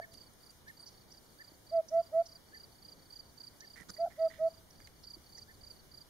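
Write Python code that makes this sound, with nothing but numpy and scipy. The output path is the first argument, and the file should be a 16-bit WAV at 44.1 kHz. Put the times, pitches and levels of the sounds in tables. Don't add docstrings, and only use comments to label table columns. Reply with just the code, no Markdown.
import sys
import numpy as np
from scipy import signal
from scipy.io import wavfile
from scipy.ndimage import uniform_filter1d

SR = 44100
rng = np.random.default_rng(int(sys.argv[2]) if len(sys.argv) > 2 else 0)


def to_wav(sig):
    pcm = np.clip(np.atleast_2d(sig), -1, 1) * 32767
    pcm = np.round(pcm).astype(np.int16)
    wavfile.write(sys.argv[1], SR, pcm.T)


def gain_from_db(level_db):
    decades = np.asarray(level_db, float) / 20
    return 10 ** decades


N = 268833
LEAD = 8820


def evened(x):
    return x / np.sqrt(np.mean(x ** 2) + 1e-20)


def read(points, hz):
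    f, value = np.transpose(points)
    return np.interp(np.log(hz + 1), np.log(f + 1), value)


def add(mix, s, sound, pan_db=0., lag=0):
    for side, late, db in ((0, lag, pan_db / 2), (1, 0, -pan_db / 2)):
        part = mix[side, LEAD + round(s * SR) + late:][:len(sound)]
        part += gain_from_db(db) * sound[:len(part)]


def tone(hz):
    return np.sqrt(2) * np.sin(2 * np.pi * np.cumsum(hz) / SR)


def clock(ms):
    return np.arange(0, ms, 1000 / SR)


def band(x, low_hz, high_hz):
    return signal.sosfilt(signal.butter(N=3, Wn=[low_hz, high_hz], btype="band", fs=SR, output="sos"), x)


# multiple of the pitch, level in dB.
OVERTONES = [
    (2, -39),
    (3, -45.5),
]
GROW_DB = 4


def hoot(ms, db, early_hz, middle_hz, late_hz, swell, closing):
    t = clock(ms + 28) - 28
    end_hz = late_hz - 14 + min(late_hz - middle_hz, 0)
    hz = np.interp(t / ms, [.25, .6, .9, 1.0], [early_hz, middle_hz, late_hz, end_hz])
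    hz = uniform_filter1d(hz, size=300) - 48 * np.exp(-np.maximum(t, -7) / 8)
    rise = 1 - np.exp(-(np.maximum(t + 14, 0) / (swell * 1.98)) ** 2.6)
    rise = rise + gain_from_db(-36.0) * np.exp(np.minimum(t, 0) / 14) * (1 - rise)
    fall = abs(1 - np.clip(1 - (ms - t) / closing, 0, 1) ** 2.53) ** 1.56
    level = rise * fall * gain_from_db(GROW_DB * (t / ms - 0.75))
    octave = level ** 0.3 * (1 + .8 * np.exp(-((ms - 14 - t) / 11) ** 2))
    third = rise ** .5 * np.clip((ms - t) / 35 - .3, 0, 1)
    over = sum(gain_from_db(o) * tone(k * hz) * shape for (k, o), shape in zip(OVERTONES, (octave, third)))
    over = over * gain_from_db(2.5 * np.interp(t, np.linspace(0, ms, 8), rng.standard_normal(8)))
    return gain_from_db(db) * (level * tone(hz) + over * np.clip(np.minimum(t, ms - 4 - t) / 7, 0, 1))


# start in seconds, length in ms, peak level in dB, pitch in Hz, early-to-late slide in Hz.
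HOOTS = [
    (1.717, 98, -26, 661.4, -29),
    (1.913, 108, -25, 669.7, 12.5),
    (2.125, 104, -25, 667, 26),
    (3.988, 71.2, -29.5, 679.3, 6.5),
    (4.182, 104, -26.5, 654.2, -5),
    (4.391, 102, -27, 656, 14.5),
]
EARLIER = (-.0925, 101, -25, 664, 22)
# start in seconds, length in ms, level in dB, first Hz, last Hz.
CRACKS = [
    (4.056, 14.6, -36, 743, 734),
    (4.065, 21, -38, 708, 651),
]
ARCH_HZ = 4.3
SWELL_MS, SWELL_BY_LENGTH = 18.6, 0.85
OPEN_MS, CLOSING_SHARE = 54, 0.83


def hoopoe():
    out = np.zeros((2, N + LEAD))
    for s, ms, db, hz, slide_hz in [EARLIER, *HOOTS]:
        ends_hz = hz - ARCH_HZ
        swell = SWELL_MS * (ms / 100) ** SWELL_BY_LENGTH
        closing = CLOSING_SHARE * (ms - OPEN_MS)
        call = hoot(ms, db, ends_hz - slide_hz / 2, hz, ends_hz + slide_hz / 2, swell, closing)
        add(out, s - .028, call, -3.0, lag=1)
    for s, ms, db, from_hz, to_hz in CRACKS:
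        hz = np.interp(clock(ms), [0, ms], [from_hz, to_hz])
        crack = tone(hz) + gain_from_db(-24.5) * tone(2 * hz)
        add(out, s, gain_from_db(db) * np.hanning(len(hz)) * crack, -1.2, lag=1)
    return out


# place from 0 to 1, length in ms, level in dB, Hz from the wing pitch.
STROKES = [
    (0, 12, -4.5, -86),
    (.262, 19, -0.5, -20),
    (.615, 19.5, -0.5, 6),
    (1, 19, -1, 7),
]


def chirp(s, span_ms, db, swell_db, pan_db, wing_hz, count=4):
    return [(s + place * span_ms / 1000, ms, db + step_db + swell_db * (place - .6), wing_hz + hz, pan_db)
            for place, ms, step_db, hz in STROKES[:count]]


# start in seconds, first to last stroke in ms, level in dB,
# swell in dB, left-right difference in dB.
NEAR_CHIRPS = [(0.118, 90, -55.5, 2.5, -10.5), (0.405, 88, -58.5, 3.5, -7), (.770, 91, -52.5, 1, -6),
               (1.081, 90, -59, 5, -6), (1.384, 90, -57, 0.5, -7), (1.667, 92, -55.5, -3, -5.5),
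               (1.969, 92, -58, 2.5, -4), (2.261, 91, -54.5, 7, -5), (2.544, 88, -51, 0, -5),
               (2.822, 96, -52.5, 1, -6.5), (3.102, 89, -49, 3, -8), (3.377, 91, -49, -0.5, -8),
               (3.646, 88, -54.5, 2.5, -6.5), (3.912, 90, -52, 0, -7), (4.192, 89, -55, 0, -7.5),
               (4.479, 93, -62, 0.5, -10.5), (4.753, 91, -59, 14, -5), (5.047, 88, -48.5, 3, -6.5),
               (5.323, 93, -51, 1, -6.5), (5.61, 91, -51.5, 5, -8.5), (5.915, 92, -52.5, 0.5, -8)]
# start in seconds, ms for four strokes, level in dB, strokes.
FAR_CHIRPS = [(-.070, 87, -62, 4), (.176, 87, -61, 4), (.687, 210, -69, 4), (.918, 88, -64, 4),
              (1.233, 88, -68.5, 4), (1.452, 86, -65.5, 4), (1.948, 87, -69, 3), (2.172, 94, -66, 3),
              (2.458, 87, -65.5, 4), (2.695, 87, -64.5, 4), (2.965, 88, -64, 4), (3.200, 89, -65, 4),
              (3.470, 140, -69, 4), (3.730, 97, -75, 4), (3.955, 86, -72, 4), (4.408, 87, -67, 4),
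              (4.704, 76, -67, 4), (4.934, 86, -68.5, 3), (5.238, 86, -61.5, 4), (5.484, 88, -64, 3),
              (5.705, 86, -62, 4)]
NEAR_HZ, FAR_HZ, FAR_PAN_DB, FAR_SWELL_DB = 4689, 4515, -5, 1.5
SCRAPE_DB = -21


def crickets():
    strokes = [row for near in NEAR_CHIRPS for row in chirp(*near, NEAR_HZ)]
    for s, pace_ms, db, many in FAR_CHIRPS:
        strokes += chirp(s, pace_ms, db, FAR_SWELL_DB, FAR_PAN_DB, FAR_HZ, count=round(many))
    out = np.zeros((2, N + LEAD))
    chance = rng.standard_normal((len(strokes), 24))
    rasps = gain_from_db(SCRAPE_DB) * evened(band(rng.standard_normal((len(strokes), 1500)), 5200, 8600))
    for (s, ms, db, hz, pan), c, rasp in zip(strokes, chance, rasps):
        u = (clock(ms + 4.6) + .01) / (ms + 5.6)
        sag_hz = 105 - 520 * u ** 2.8
        level_flutter = np.interp(u, np.linspace(0, 1, 12), c[:12])
        pitch_flutter = np.interp(u, np.linspace(0, 1, 12), c[12:])
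        level = np.sin(np.pi * u ** 0.83) * gain_from_db(db - 0.7 + 1.8 * level_flutter)
        ring = tone(hz + sag_hz + 35 * pitch_flutter)
        add(out, s - .0025, level * (ring + rasp[:len(u)]), pan, lag=1)
    return out


# start in seconds, length in ms, level in dB, top Hz, bottom Hz.
CHIPS = [(0.676, 18, -63.5, 5840, 3850), (0.857, 38, -62, 6200, 4800), (0.874, 27, -62.5, 6480, 4000),
         (1.115, 16, -59, 5940, 4820), (1.88, 18, -56, 6720, 4740), (2.254, 25, -57, 6270, 4480),
         (3.602, 14, -54, 6670, 4130), (4.704, 10, -61.5, 6100, 4800), (5.03, 22, -59, 5800, 4100),
         (5.365, 30, -57, 6490, 4670)]
CHIP_PAN_DB = -7.5


def small_birds():
    out = np.zeros((2, N + LEAD))
    for s, ms, db, top_hz, bottom_hz in CHIPS:
        t, noise = clock(ms), rng.standard_normal((2, 2000))
        uneven = uniform_filter1d(noise[0], size=100)[:len(t)]
        turns = np.cumsum(330 * (1 + 0.85 * uneven)) / SR % 1
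        centre = top_hz - (top_hz - bottom_hz) * (0.38 * turns + 0.27 * np.sin(np.pi * t / ms))
        breath = evened(band(noise[1], bottom_hz, top_hz))[-len(t):]
        buzz = tone(centre) * np.sin(np.pi * turns) + 1.41 * breath
        add(out, s, gain_from_db(db) * buzz * np.sin(np.pi * t / ms), CHIP_PAN_DB, lag=2)
    return out


# start in seconds, level in dB, speed factor, upper voice in Hz.
PIPES = [
    (.003, -48.5, 1.08, 2200),
    (0.662, -51, 1.08, 2110),
    (1.389, -52, 1.45, 2020),
    (2.52, -53.5, 1.1, 2050),
    (3.598, -56.5, 0.93, 2100),
    (5.474, -58, 1.2, 2050),
]
# time in ms, pitch in Hz, level in dB.
PIPE = [
    (0, 1570, -18),
    (10, 1670, -9),
    (22, 1775, 0),
    (28, 1810, 1),
    (35, 1850, -13),
    (45, 1810, 2),
    (51, 1760, -3),
    (59, 1640, -17),
]


def piper():
    out = np.zeros((2, N + LEAD))
    ms, hz, shape_db = np.transpose(PIPE)
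    for s, db, speed, upper_hz in PIPES:
        t = clock(ms[-1] / speed) * speed
        lower = gain_from_db(db + np.interp(t, ms, shape_db)) * tone(np.interp(t, ms, hz))
        add(out, s, lower, -1.5, lag=9)
        upper = np.exp(-((t - 36) / 7.4) ** 2) * tone(upper_hz - 1.5 * (t - 36) ** 2)
        add(out, s, gain_from_db(db - 3.5) * upper, -6, lag=9)
    return out


# start in seconds, length in ms, level in dB, pitch in Hz.
CREAKS = [(3.757, 55, -57.5, 1930), (3.812, 27, -60.5, 1894), (3.962, 21, -65.5, 1970),
          (4.098, 44, -66, 1954), (4.151, 120, -73, 1960), (4.299, 28.4, -59.5, 1907),
          (4.335, 59, -64.5, 1937), (4.798, 7.4, -61.5, 1970), (4.818, 22, -72, 2030),
          (5.373, 17, -67.5, 1940)]
# start in seconds, length in ms, level in dB, low Hz, high Hz.
TICKS = [(0.132, 16, -55.5, 2600, 10800), (.33, 12, -64, 8200, 11000), (.46, 10, -67, 8200, 11500),
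         (.5, 20, -60, 5500, 10700), (.795, 38, -62, 7800, 9900), (3.801, 25, -59.5, 60, 397),
         (3.809, 3.8, -54, 4500, 10800), (3.881, 34, -52, 49.6, 320), (3.885, 13, -50, 3550, 7700),
         (3.887, 23, -54.5, 1090, 1850), (3.894, 33, -59.5, 9400, 11000), (3.894, 15, -43, 4270, 7240),
         (3.935, 25, -63, 5600, 7400), (4.297, 98, -66.5, 2100, 3800), (4.874, 6, -56.5, 1710, 2500),
         (3.899, 3.3, -60, 11000, 15600), (4.871, 5, -53, 1490, 7430), (5.1, 12, -64, 4970, 8000)]
# low Hz, left-right difference in dB.
TICK_PAN = [(60, -19), (1700, -17.5), (4300, -1.5), (9000, 5)]
# start in seconds, level in dB, pitch in Hz, 60 dB decay in seconds.
KNOCKS = [
    (1.517, -52, 304, 0.023),
    (3.81, -48, 146, 0.018),
    (3.895, -68, 295, 0.019),
    (5.165, -52, 333, 0.042),
]


def handling():
    out = np.zeros((2, N + LEAD))
    for s, ms, db, hz in CREAKS:
        t, draw = clock(ms + 8), rng.random((3, 6000))
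        slips = (draw[0] < 2600 / SR) * (draw[1] - .5) * gain_from_db(4.5 * draw[2])
        slips = slips[:len(t)] * (t < ms)
        bend = evened(uniform_filter1d(draw[1] - .5, size=160))[:len(t)]
        ring = np.convolve(slips, np.exp(-clock(12) / 1.9))[:len(t)] * tone(hz * (1 + .022 * bend))
        creak = evened(ring) + gain_from_db(-12.5) * evened(band(slips, 4200, 9000))
        add(out, s, gain_from_db(db) * creak * np.minimum(t / 4, 1) * np.exp(-t / ms * 0.6), -17)
    for s, ms, db, low_hz, high_hz in TICKS:
        t, pan = clock(ms), read(TICK_PAN, low_hz)
        for side in (-1, 1):
            crackle = rng.standard_normal(5000) * rng.exponential(1, 5000) ** .5
            puff = evened(band(crackle, low_hz, high_hz))[-len(t):]
            add(out, s, gain_from_db(db - 6.5) * puff * np.sin(np.pi * t / ms), pan + 8 * side)
    for s, db, hz, t60 in KNOCKS:
        t = clock(80) / 1000
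        level = gain_from_db(db - 60 * t / t60) * (1 - np.exp(-t / 0.0037))
        add(out, s, level * 3 * np.sin(2 * np.pi * hz * t), -3)
    return out


# delay in seconds, level in dB, left-right difference in dB.
ECHOES = [
    (.029, -42.5, 1.5),
    (.052, -33, -3),
    (.078, -46, 1.5),
    (.146, -42.5, -2.5),
]


def trees(x, wet_db, tail_db):
    taps = np.zeros((2, SR // 2))
    grid = np.arange(300, SR // 2 - 40, 40)
    at = grid + rng.integers(0, 40, (2, len(grid)))
    decay = gain_from_db(-60 * at / SR / 0.6)
    np.put_along_axis(taps, at, rng.choice([-1., 1.], at.shape) * decay, 1)
    taps *= gain_from_db(tail_db) / np.linalg.norm(taps[0])
    for s, db, pan in ECHOES:
        taps[:, round(s * SR)] += gain_from_db(db + wet_db) * gain_from_db(np.array([pan, -pan]) / 2)
    return x + signal.fftconvolve(x.mean(0)[None], taps, axes=1)[:, :x.shape[1]]


# frequency in Hz, level in dB per Hz.
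AIR = [(12, -35), (30, -12.5), (50, 0.5), (90, -1), (300, -7), (1000, -13.5), (2000, -18), (3500, -19.5),
       (5500, -19), (7000, -19), (9500, -20), (15700, -23.5)]
# frequency in Hz, coherence from 0 to 1.
SAME = [(30, 0.75), (60, 1), (140, 0.39), (330, 0.43), (770, 0.35), (1200, 0.015), (15000, 0.033)]
# time in seconds, level in dB.
GUSTS = [(0, 3), (1, -1), (2, -1), (3, -0.5), (4.2, 1.5), (4.8, 7), (5.4, 4.5), (6.1, 4)]
# multiple of its base pitch, level in dB.
WHINE = [(9, -91), (10, -99.5), (11, -102.5)]
AIR_DB, RUSTLE_DB, WHINE_HZ = -60, .8, 1170.3


def air():
    frames, hz = N // 256 + 5, np.fft.rfftfreq(1024, 1 / SR)
    a, b, c, d, patches = rng.standard_normal((frames, 513, 5)).T
    patches = evened(uniform_filter1d(uniform_filter1d(patches, size=14, axis=0), size=12, axis=1))
    t = np.arange(frames) * 256 / SR
    gust_db = np.interp(t, *np.transpose(GUSTS)) / (1 + (hz[:, None] / 90) ** 2)
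    rustle = evened(uniform_filter1d(rng.standard_normal(frames), size=9))
    rustle_db = RUSTLE_DB * rustle * np.clip(hz[:, None] / 9000, 0, 1)
    same = np.clip(read(SAME, hz), -1, 1)[:, None]
    left = a + 1j * b
    right = same * left + np.sqrt(1 - same ** 2) * (c + 1j * d)
    z = np.array([left, right])
    z *= gain_from_db(read(AIR, hz)[:, None] + 0.99 * patches + rustle_db + gust_db)
    noise = signal.istft(z, nperseg=1024, noverlap=768)[1][:, :N]
    whine = sum(gain_from_db(db) * tone(np.full(N, k * WHINE_HZ)) for k, db in WHINE)
    return gain_from_db(AIR_DB) * evened(noise) + whine


def scene():
    near = trees(hoopoe(), -1, -34.5) + trees(crickets() + piper(), 10, -22)
    return (near + trees(small_birds(), 22, -10.5) + handling())[:, LEAD:] + air()


# lower edge in Hz, dB over the usual level that keeps the side.
JOINT = [(6250, -.8), (6900, .5), (8300, 1.4), (9600, 1.8), (11000, 2.3), (12400, 2.6), (13800, 2.4),
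         (16000, 0)]
WEAK_DB = -5.9


def gated(x):
    hz, _, z = signal.stft([x[0] + x[1], x[0] - x[1]], SR, nperseg=2048, noverlap=1024, window="cosine")
    power = abs(z) ** 2
    usual = signal.medfilt(np.median(power, axis=2), [1, 101])[..., None]
    around = uniform_filter1d(uniform_filter1d(power, size=9, axis=1), size=2, axis=2)
    z *= (around > usual * gain_from_db(2 * WEAK_DB)) | (hz < 2000)[:, None]
    for (low_hz, keep_db), (high_hz, _) in zip(JOINT, JOINT[1:]):
        rows = (hz >= low_hz) & (hz < high_hz)
        level = power[1, rows].mean(0)
        z[1, rows] *= level > np.median(level) * gain_from_db(2 * keep_db)
    mid, side = signal.istft(z, SR, nperseg=2048, noverlap=1024, window="cosine")[1][:, :N] / 2
    return np.array([mid + side, mid - side])


def low_pass(x):
    return signal.sosfilt(signal.butter(12, 15840, fs=SR, output="sos"), x)


# frequency in Hz, width in Hz, share that passes unfiltered.
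NOTCHES = [
    (2606, 466, .02),
    (7730, 950, 0.033),
]
EDGE_HZ = 15740


def record(dry):
    for hz, width, share in NOTCHES:
        notched = signal.lfilter(*signal.iirnotch(hz, hz / width, SR), dry)
        dry = share * dry + (1 - share) * notched
    edge = signal.firwin(801, EDGE_HZ, window=("kaiser", 10), fs=SR)
    mix = signal.oaconvolve(gated(dry), edge[None], "same")
    return low_pass(mix)


dry = scene()
out = record(dry)
to_wav(out)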